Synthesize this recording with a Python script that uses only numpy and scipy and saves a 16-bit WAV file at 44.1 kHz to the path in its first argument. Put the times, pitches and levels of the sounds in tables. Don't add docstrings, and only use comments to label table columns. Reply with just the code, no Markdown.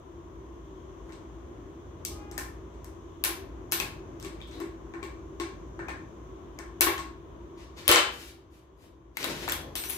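import sys
import numpy as np
from scipy import signal
from scipy.fft import rfft, irfft
from scipy.io import wavfile
from scipy.ndimage import uniform_filter1d

SR = 44100
rng = np.random.default_rng(int(sys.argv[2]) if len(sys.argv) > 2 else 0)


def digitize_waveform(pressure):
    field = np.atleast_2d(pressure).T
    bounded = np.clip(field, -1, 1)
    quanta = np.round(bounded * 32767).astype(np.int16)
    wavfile.write(sys.argv[1], SR, quanta)


def gain_from_db(level_db):
    decades = np.asarray(level_db, float) / 20
    return 10 ** decades


N = 439677
T = np.arange(N) / SR


def along(table, hz):
    table_hz, value = np.transpose(table)
    return np.interp(np.log(np.maximum(hz, 1)), np.log(table_hz), value)


def colour(x, table, scale=1):
    hz = np.fft.rfftfreq(x.shape[-1], 1 / SR)
    return irfft(rfft(x) * gain_from_db(scale * along(table, hz)), x.shape[-1])


def band(x, lo_hz, hi_hz):
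    edges_hz = [lo_hz, min(hi_hz, SR / 2.1)]
    return signal.sosfilt(signal.butter(2, edges_hz, "band", fs=SR, output="sos"), x)


def steep(x, lo_hz, hi_hz):
    once = band(x, 0.9 * lo_hz, 0.94 * hi_hz)
    return band(once, 0.9 * lo_hz, 0.94 * hi_hz)


def unit(x):
    return x / np.sqrt(np.mean(x ** 2))


def walk(rate_hz):
    k = int(SR / rate_hz)
    steps = np.repeat(rng.standard_normal(N // k + 1), k)
    return unit(uniform_filter1d(uniform_filter1d(steps, k), k)[:N])


def ring(hz, t60_s, t):
    return np.sin(2 * np.pi * hz * t) * np.exp(-np.log(1000) * t / t60_s)


def add(out, start_s, x):
    i = int(start_s * SR)
    out[i:i + len(x)] += x[:N - i]


# hz, share [-1 to 1]
LIKENESS = [(60, 1), (130, 0.9), (290, 0.95), (640, 0.3), (1410, -0.16), (3100, 0.17), (6820, -0.25),
            (15000, 0.29)]


def diffuse(count):
    share = np.clip(along(LIKENESS, np.fft.rfftfreq(count, 1 / SR)), -0.9, 0.94)
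    mid, side = rfft(rng.standard_normal((2, count)))
    mid = mid * np.sqrt((1 + share) / 2)
    side = side * np.sqrt((1 - share) / 2)
    return irfft(np.array([mid + side, mid - side]), count)


# start_s, crack_db, clank_db (rel), sizzle_db (rel)
TAPS = [(2.0504, -32.5, -20, 2.5), (2.3135, -49, 1, -3.5), (2.379, -35, 2.5, 3), (2.8446, -53, 1, 4),
        (3.7155, -45, -3, 3), (4.2266, -46, -2.5, -6), (6.5889, -45.5, 8, -5), (9.4964, -34, -5, -4.5)]
# start_s, crack_db, clank_db (rel), sizzle_db (rel)
SNAPS = [(3.2388, -24, -5, 2), (3.2486, -31, -5, 7.5), (3.7213, -22.5, -8, 1), (3.8003, -27.5, -6, -4.5),
         (4.1993, -48, -14.5, -5), (6.8087, -16.5, -5.5, 4), (6.9797, -36, -3, -12), (6.9985, -54, 0, -1)]
# start_s, crack_db, clank_db (rel), sizzle_db (rel)
PRIES = [(1.0927, -58, 11, -23), (1.1223, -46.5, -12, -18), (2.739, -60, -5, -22),
         (4.2476, -38.5, -5.5, -9.5), (4.403, -55, -5, -16), (4.474, -55, -3, -5), (4.5124, -47.5, -4, -16),
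         (4.6014, -42.5, 3.5, -4), (4.9374, -51, 13, -21), (5.0287, -40, -0.5, -17),
         (5.3992, -30.5, -4, -16), (5.7913, -50.5, 16, -17), (5.8844, -39.5, 8, -12)]
# start_s, crack_db, clank_db (rel), sizzle_db (rel)
KNOCKS = [
    (6.8691, -21, -0.1, -24),
]
# start_s, crack_db, clank_db (rel), sizzle_db (rel)
CLATTER = [
    (7.8154, -52, -6, -6.5),
    (7.879, -15, -12, 1.5),
    (7.891, -16, -1.5, -5),
    (7.9148, -12, -5.5, -5),
    (7.9589, -12.5, -6, -25),
]
# start_s, crack_db, clank_db (rel), sizzle_db (rel)
LAYS = [(9.17, -30, -5.5, -4), (9.2286, -28, -11, -13.5), (9.2423, -26, -3.5, -2), (9.4783, -29, 4.5, -19),
        (9.488, -31.5, -17, 0.5), (9.508, -48, -11.5, -5), (9.521, -27.5, -10, 3.8),
        (9.754, -23, -13.5, -8), (9.8375, -31, -8, -11), (9.8969, -30.5, -8, 1)]
# table, snap_db (rel), reflected_db, drum_ring_db, push_s
KINDS = [
    (TAPS, 4.3, -2, -2, .0001),
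    (SNAPS, -2.5, 0.55, 0, .0001),
    (PRIES, -3, -1.85, 0.78, 0.00067),
    (KNOCKS, -19, -4.5, 1, .004),
    (CLATTER, -5, 0.79, -4.5, .0001),
    (LAYS, -6.5, -2.1, -4.5, 0.00033),
]


def all_contacts():
    snap_per_sizzle = 0.12
    found = []
    for rows, snap_db, *rest in KINDS:
        for start_s, crack_db, clank_db, sizzle_db in rows:
            lifted_db = snap_db + snap_per_sizzle * sizzle_db
            found.append((start_s, crack_db, clank_db, lifted_db, sizzle_db, *rest))
    return sorted(found)


# hz, level_db (over the crack), t60_s
DRUM = [(864, 2, 0.059), (1070, 9, 0.065), (1660, -0.5, 0.068), (1823, 3, 0.046), (2336, 4, 0.053),
        (2770, 0.5, 0.043), (6320, 4, 0.01), (8270, 1, 0.0024), (11230, 3.5, 0.0062), (14200, 5, .003)]


def drum(ring_db, t):
    spread_db = 3.5
    response = 1.0 * (t == 0)
    for hz, level_db, t60_s in DRUM:
        level = gain_from_db(ring_db + level_db + spread_db * rng.standard_normal())
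        per_sample = 2 * np.log(1000) / (t60_s * SR)
        response += level * per_sample * ring(hz, t60_s, t)
    return response


CRACK_FADES = .004, .0018, .0014, .0012
CRACK_PEAKS = 0, 4, 8, 7.5


def contacts():
    spots = 3
    near, far, t = np.zeros(N), np.zeros((spots, N)), np.arange(2048) / SR
    click = 1.0 * (np.arange(256) == 128)
    for k, (start_s, db, clank_db, snap_db, sizzle_db, wet_db, ring_db, push_s) in enumerate(all_contacts()):
        push = 1 - np.exp(-t / push_s)
        ranges = (600, 2000, clank_db), (2000, 4500, 0), (4500, 9000, snap_db), (9000, 17000, sizzle_db)
        for (lo_hz, hi_hz, rel_db), fade_s, peak_db in zip(ranges, CRACK_FADES, CRACK_PEAKS):
            grain = unit(steep(rng.standard_normal(len(t)), lo_hz, hi_hz))
            add(near, start_s, gain_from_db(db + rel_db + peak_db) * grain * np.exp(-t / fade_s) * push)
        spectrum = [(250, clank_db - 11.0), (800, clank_db + 3.5), (1900, clank_db + 7.5),
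                    (3000, 0.0032), (4000, 0.00056), (5500, snap_db - 1), (8500, snap_db + 0.5),
                    (10500, sizzle_db - 3.0), (16000, sizzle_db - 9.5)]
        blow = signal.fftconvolve(colour(click, spectrum), drum(ring_db, t))
        add(far[k % spots], start_s - 128 / SR, gain_from_db(db + wet_db + 21.5) * blow)
    return near, far


# start_s, level_db (middle pair), third_db (rel), lowest_db (rel), freedom [0-1]
RING_HITS = [
    (9.756, -32.5, -3, -13, 0.44),
    (9.796, -44.5, 12.5, -3, .5),
    (9.84, -38.5, -9, -6, 0.65),
    (9.889, -32.5, -10, -32, 0.7),
    (9.9, -23.5, -19, -32, 0.12),
]
HELD_HITS = [
    (3.722, -33, -16, -30, .07),
    (3.801, -44, 5, -30, .07),
    (6.808, -24, -16, -30, .05),
]
# hz, t60_s
RING = [
    ((10850, .2), (11010, .6)),
    ((13650, 0.83), (13930, .9)),
    ((8263, 0.9),),
    ((6060, 4.2), (5600, 0.44)),
]


def snap_ring():
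    out, t = np.zeros(N), np.arange(SR // 2) / SR
    for hits, top_db in ((RING_HITS, -5), (HELD_HITS, -19)):
        for start_s, db, third_db, low_db, freedom in hits:
            for group, rel_db in zip(RING, (0, top_db, third_db, low_db)):
                for hz, t60_s in group:
                    mode = ring(hz, t60_s * np.clip(freedom, 0.03, 2), t)
                    add(out, start_s, gain_from_db(db + rel_db - 4.0) * mode)
    return out


# start_s, level_db, pitch_hz
PINGS = [(2.378, -23.5, 1795), (3.801, -18, 2530), (4.247, -41, 2280), (4.404, -40.5, 2334),
         (4.938, -43.5, 2400), (5.028, -32, 2320), (5.793, -47, 2280), (5.883, -29, 2450),
         (6.587, -36.5, 2250), (6.868, -15.5, 1103), (6.872, -20, 1745), (9.171, -22, 2140),
         (9.229, -27, 4650), (9.242, -19.5, 3840), (9.497, -19.5, 7300), (9.521, -21, 3360)]


def pings():
    out, t = np.zeros(N), np.arange(4000) / SR
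    for start_s, db, hz in PINGS:
        cluster = sum(ring(hz * (1 + 0.01 * d), 0.03, t) for d in rng.standard_normal(3))
        add(out, start_s, gain_from_db(db - 13.0) * cluster)
    return out


# start_s, level_db, pitch_hz
SQUEAL = [
    (4.381, -75, 3520),
    (4.41, -64, 3460),
    (4.502, -63, 3710),
    (4.533, -46, 3850),
    (4.6, -69, 4060),
    (4.68, -75, 3930),
]


def squeal():
    start_s, db, hz = np.transpose(SQUEAL)
    phase = 2 * np.pi * np.cumsum(np.interp(T, start_s, hz)) / SR
    slips = rng.standard_normal(N) * gain_from_db(3.7 * rng.exponential(size=N))
    rough = unit(uniform_filter1d(slips, size=70))
    level = gain_from_db(np.interp(T, start_s, db, left=-120, right=-120) - 3)
    return level * rough * np.sin(phase)


def struck(hits, modes, spread_db, rise_s):
    out, t = np.zeros(N), np.arange(SR // 2) / SR
    rise = 1 - np.exp(-t / rise_s)
    for start_s, db in hits:
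        for hz, mode_db, t60_s in modes:
            level_chance, pitch_chance = rng.standard_normal(2)
            mode = ring(hz * (1 + 0.0085 * pitch_chance), t60_s, t)
            add(out, start_s, gain_from_db(db + mode_db + spread_db * level_chance) * mode * rise)
    return out


# start_s, level_db
DROP_HITS = [
    (7.879, -8),
    (7.8909, -6.5),
    (7.9124, -9.5),
    (7.9562, -14),
]
# hz, level_db, t60_s
PLATE = [(485.2, -1.6, .25), (576.5, -2.1, 0.17), (1060, -5.5, 0.18), (1129, -6.5, 0.21), (1188, -3.5, 0.2),
         (1213, -2, 0.1), (1192.6, -2, .15), (1340, 0.5, 0.1), (1830, -10.5, .1), (2630, -17, 0.083),
         (3021, -9.5, 0.34), (3076, -1, 0.37), (3410, -7.5, 0.15), (4590, -11.5, .15)]


def plate():
    return gain_from_db(-20.5) * struck(DROP_HITS, PLATE, spread_db=5.5, rise_s=0.0056)


# start_s, level_db
THUDS = [(2.102, -34), (2.379, -35.5), (3.069, -42.5), (3.249, -47.5), (3.288, -26.5), (3.72, -21),
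         (3.8, -27.5), (4.248, -24.5), (4.574, -29.5), (4.603, -21), (4.636, -32.5), (4.936, -26.5),
         (5.026, -26.5), (5.398, -18.5), (5.792, -27.5), (5.883, -29.5), (6.588, -28), (6.809, -20),
         (6.866, -11.5), (6.988, -26), (7.891, -17.5), (7.928, -15), (9.243, -31), (9.478, -38)]
# hz, level_db, t60_s
BASE = [(334.1, 0.5, 0.13), (377.2, -5.5, 0.21), (1090, -7, 0.12)]


def press_base():
    return 1.72 * gain_from_db(-12.5) * struck(THUDS, BASE, spread_db=3.5, rise_s=0.006)


def jolt():
    out, t = np.zeros(N), np.arange(4000) / SR
    add(out, 7.892, gain_from_db(-21) * ring(76, 0.06, t))
    return out


# start_s, hold_s, level_db, rumble_db (rel)
SCUFFS = [
    (1.1, .04, -62.5, 7),
    (8.13, 0.012, -43.5, -5.5),
    (8.2, 0.087, -43, -10.5),
    (8.55, 0.024, -59, -4),
    (8.82, .03, -58, 3),
]
TURNS = [
    (7.58, .05, -49, -6),
    (7.768, .03, -43, -8),
    (7.82, .05, -48, -6),
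]
SCRAPES = [
    (4.33, 0.026, -52, 3),
    (4.41, .012, -60, -8),
    (4.536, 0.072, -47, 5),
]
SLIDES = [
    (9.2, 0.037, -37, -6),
    (9.25, 0.022, -50.5, 13),
    (9.3, .11, -32, -4),
    (9.49, .03, -42.5, 5),
    (9.58, 0.11, -56.5, 18.5),
]
CHATTER = [
    (9.78, .02, -44.5, 1),
    (9.846, .012, -40.5, -19),
    (9.9, .08, -42.5, -22),
]
# table, hiss_db (rel), rise_db_per_s, fall_db_per_s
STROKES = [
    (SCUFFS, -5.5, 300, 420),
    (TURNS, -19, 900, 330),
    (SCRAPES, -14, 840, 480),
    (SLIDES, -10.5, 480, 266),
    (CHATTER, 2.5, 700, 880),
]


def rubs():
    grains = rng.standard_normal((3, N)) * gain_from_db(0.58 * rng.exponential(size=N)) * gain_from_db(3.7 * walk(40))
    body = unit(band(grains[0], 1100, 5500))
    rumble = unit(band(grains[1], 110, 600))
    hiss = unit(band(grains[2], 6000, 13000))
    out = np.zeros(N)
    for rows, hiss_db, rise, fall in STROKES:
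        for start_s, hold_s, db, rumble_db in rows:
            shape_db = -rise * np.maximum(start_s - T, 0) - fall * np.maximum(T - start_s - hold_s, 0)
            texture = body + gain_from_db(rumble_db) * rumble + gain_from_db(hiss_db) * hiss
            out += gain_from_db(db - 11.0 + shape_db) * texture
    return out


# multiple, level_db
HORN = [(1, -5), (2, -0.5), (3, -3.5), (4, -11), (5, -12), (6, -13), (7, -20), (8, -28)]


def horn():
    start_s, end_s, pitch_hz, level_db = 2.09, 2.36, 411, -66.5
    gate = np.clip(np.minimum(T - start_s, end_s - T) / 0.019, 0, 1)
    phase = 2 * np.pi * np.cumsum(pitch_hz * (1 + 0.0031 * walk(21.94))) / SR
    tone = sum(gain_from_db(db + 2.6 * walk(25.24)) * np.sin(k * phase + k * k) for k, db in HORN)
    return gate * gain_from_db(level_db) * tone


# start_s (centre), length_s, level_db
SWELLS = [
    (3.85, 0.16, -48),
    (4.3, 0.33, -56),
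    (5.7, .25, -54.5),
    (6.091, 0.17, -54.5),
]


def traffic():
    rumble = unit(band(rng.standard_normal(N), 40, 170))
    return rumble * sum(gain_from_db(db) * np.exp(-((T - s) / length_s) ** 2) for s, length_s, db in SWELLS)


# hz, level_db (per Hz)
HUM = [(18, -35.5), (30, -17), (70, -3.5), (141, -8), (210, -15.5), (336, -8), (499, -17.5), (649, -17),
       (780, -21.5), (1070, -20.5), (2060, -32.5), (3310, -41), (4530, -47), (6050, -49), (16000, -73.5)]
# hz, width_hz, level_db
HUM_PEAKS = [(58.4, 14, -48.5), (84.3, 3.4, -56.5), (335.4, 25, -57.5), (382, 14, -60), (1046, 180, -61.5),
             (6280, 1300, -74.5), (3240, 800, -74)]
# start_s, step_db, lag_s
GAIN_STEPS = [
    (.1, 1, .3),
    (6.9, -2, .4),
    (7.9, -8, .3),
    (9.22, 9.5, .09),
]


def hum():
    out = gain_from_db(-46 - 4.5) * unit(colour(diffuse(N), HUM)) * gain_from_db(0.83 * walk(4.1))
    for hz, width_hz, db in HUM_PEAKS:
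        resonance = unit(band(diffuse(N), hz - width_hz / 2, hz + width_hz / 2))
        out += gain_from_db(db + 1.2 * walk(3.6)) * resonance
    out += gain_from_db(-81) * rng.standard_normal(out.shape)
    gain_db = sum(db * (1 - np.exp(-np.maximum(T - s, 0) / lag_s)) for s, db, lag_s in GAIN_STEPS)
    return out * gain_from_db(gain_db)


# hz, t60_s
ROOM_T60 = [(200, 0.42), (1000, 0.54), (4000, 0.47), (8000, 0.32), (15000, 0.32)]


def room(x, wet_db):
    t = np.arange(SR // 2) / SR
    noise, tail = rfft(diffuse(len(t))), 0
    octave = np.log2(np.maximum(np.fft.rfftfreq(len(t), 1 / SR), 1))
    for hz in 125 * 2 ** np.arange(8):
        weight = np.clip(1 - abs(octave - np.log2(hz)), 0, 1)
        decay = np.exp(-np.log(1000) * t / along(ROOM_T60, hz))
        tail = tail + irfft(noise * weight, len(t)) * decay
    knee_s = 0.29
    tail = tail * np.clip((t - 0.003) / 0.0034, 0, 1) * np.exp(-(t / knee_s) ** 2)
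    tail = tail / np.sqrt(np.mean(np.sum(tail ** 2, axis=1)))
    return gain_from_db(wet_db) * signal.fftconvolve(x[None], tail, axes=1)[:, :N]


def scene():
    bodies = plate() + rubs() + squeal()
    tones = snap_ring() + pings() + press_base()
    near, far = contacts()
    direct = near + bodies + tones
    lag = 7
    ports = np.array([direct, 0.56 * np.roll(direct, lag)])
    walls = room(bodies + 0.5 * tones + 3 * horn(), wet_db=2) + sum(room(x, wet_db=5.0) for x in far)
    return ports + walls + hum() + jolt() + traffic()


# hz, level_db
MIC = [(25, -22), (45, -3), (330, 4), (700, 1), (6000, 0), (8700, 1.5), (9400, -1.5), (10200, 1),
       (15000, 2)]
# hz, level_db
TOP = [(15500, 0), (15900, -12), (16900, -24), (17100, -60)]
# hz, level_db
LEFT_DB = [(60, 0), (110, 2), (200, 2), (380, 1.5), (700, 4.5), (1290, 2), (2380, 5), (4400, 1), (8120, 1),
           (15000, 6)]


def phone_ports(dry):
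    left, right = colour(colour(dry, MIC), TOP)
    return np.array([colour(left, LEFT_DB, scale=0.5), colour(right, LEFT_DB, scale=-0.5)])


def top_cut(x):
    return signal.sosfilt(signal.butter(12, 17060, fs=SR, output="sos"), x)


def record(dry):
    mix = np.tanh(phone_ports(dry))
    return top_cut(mix)


dry = scene()
out = record(dry)
digitize_waveform(out)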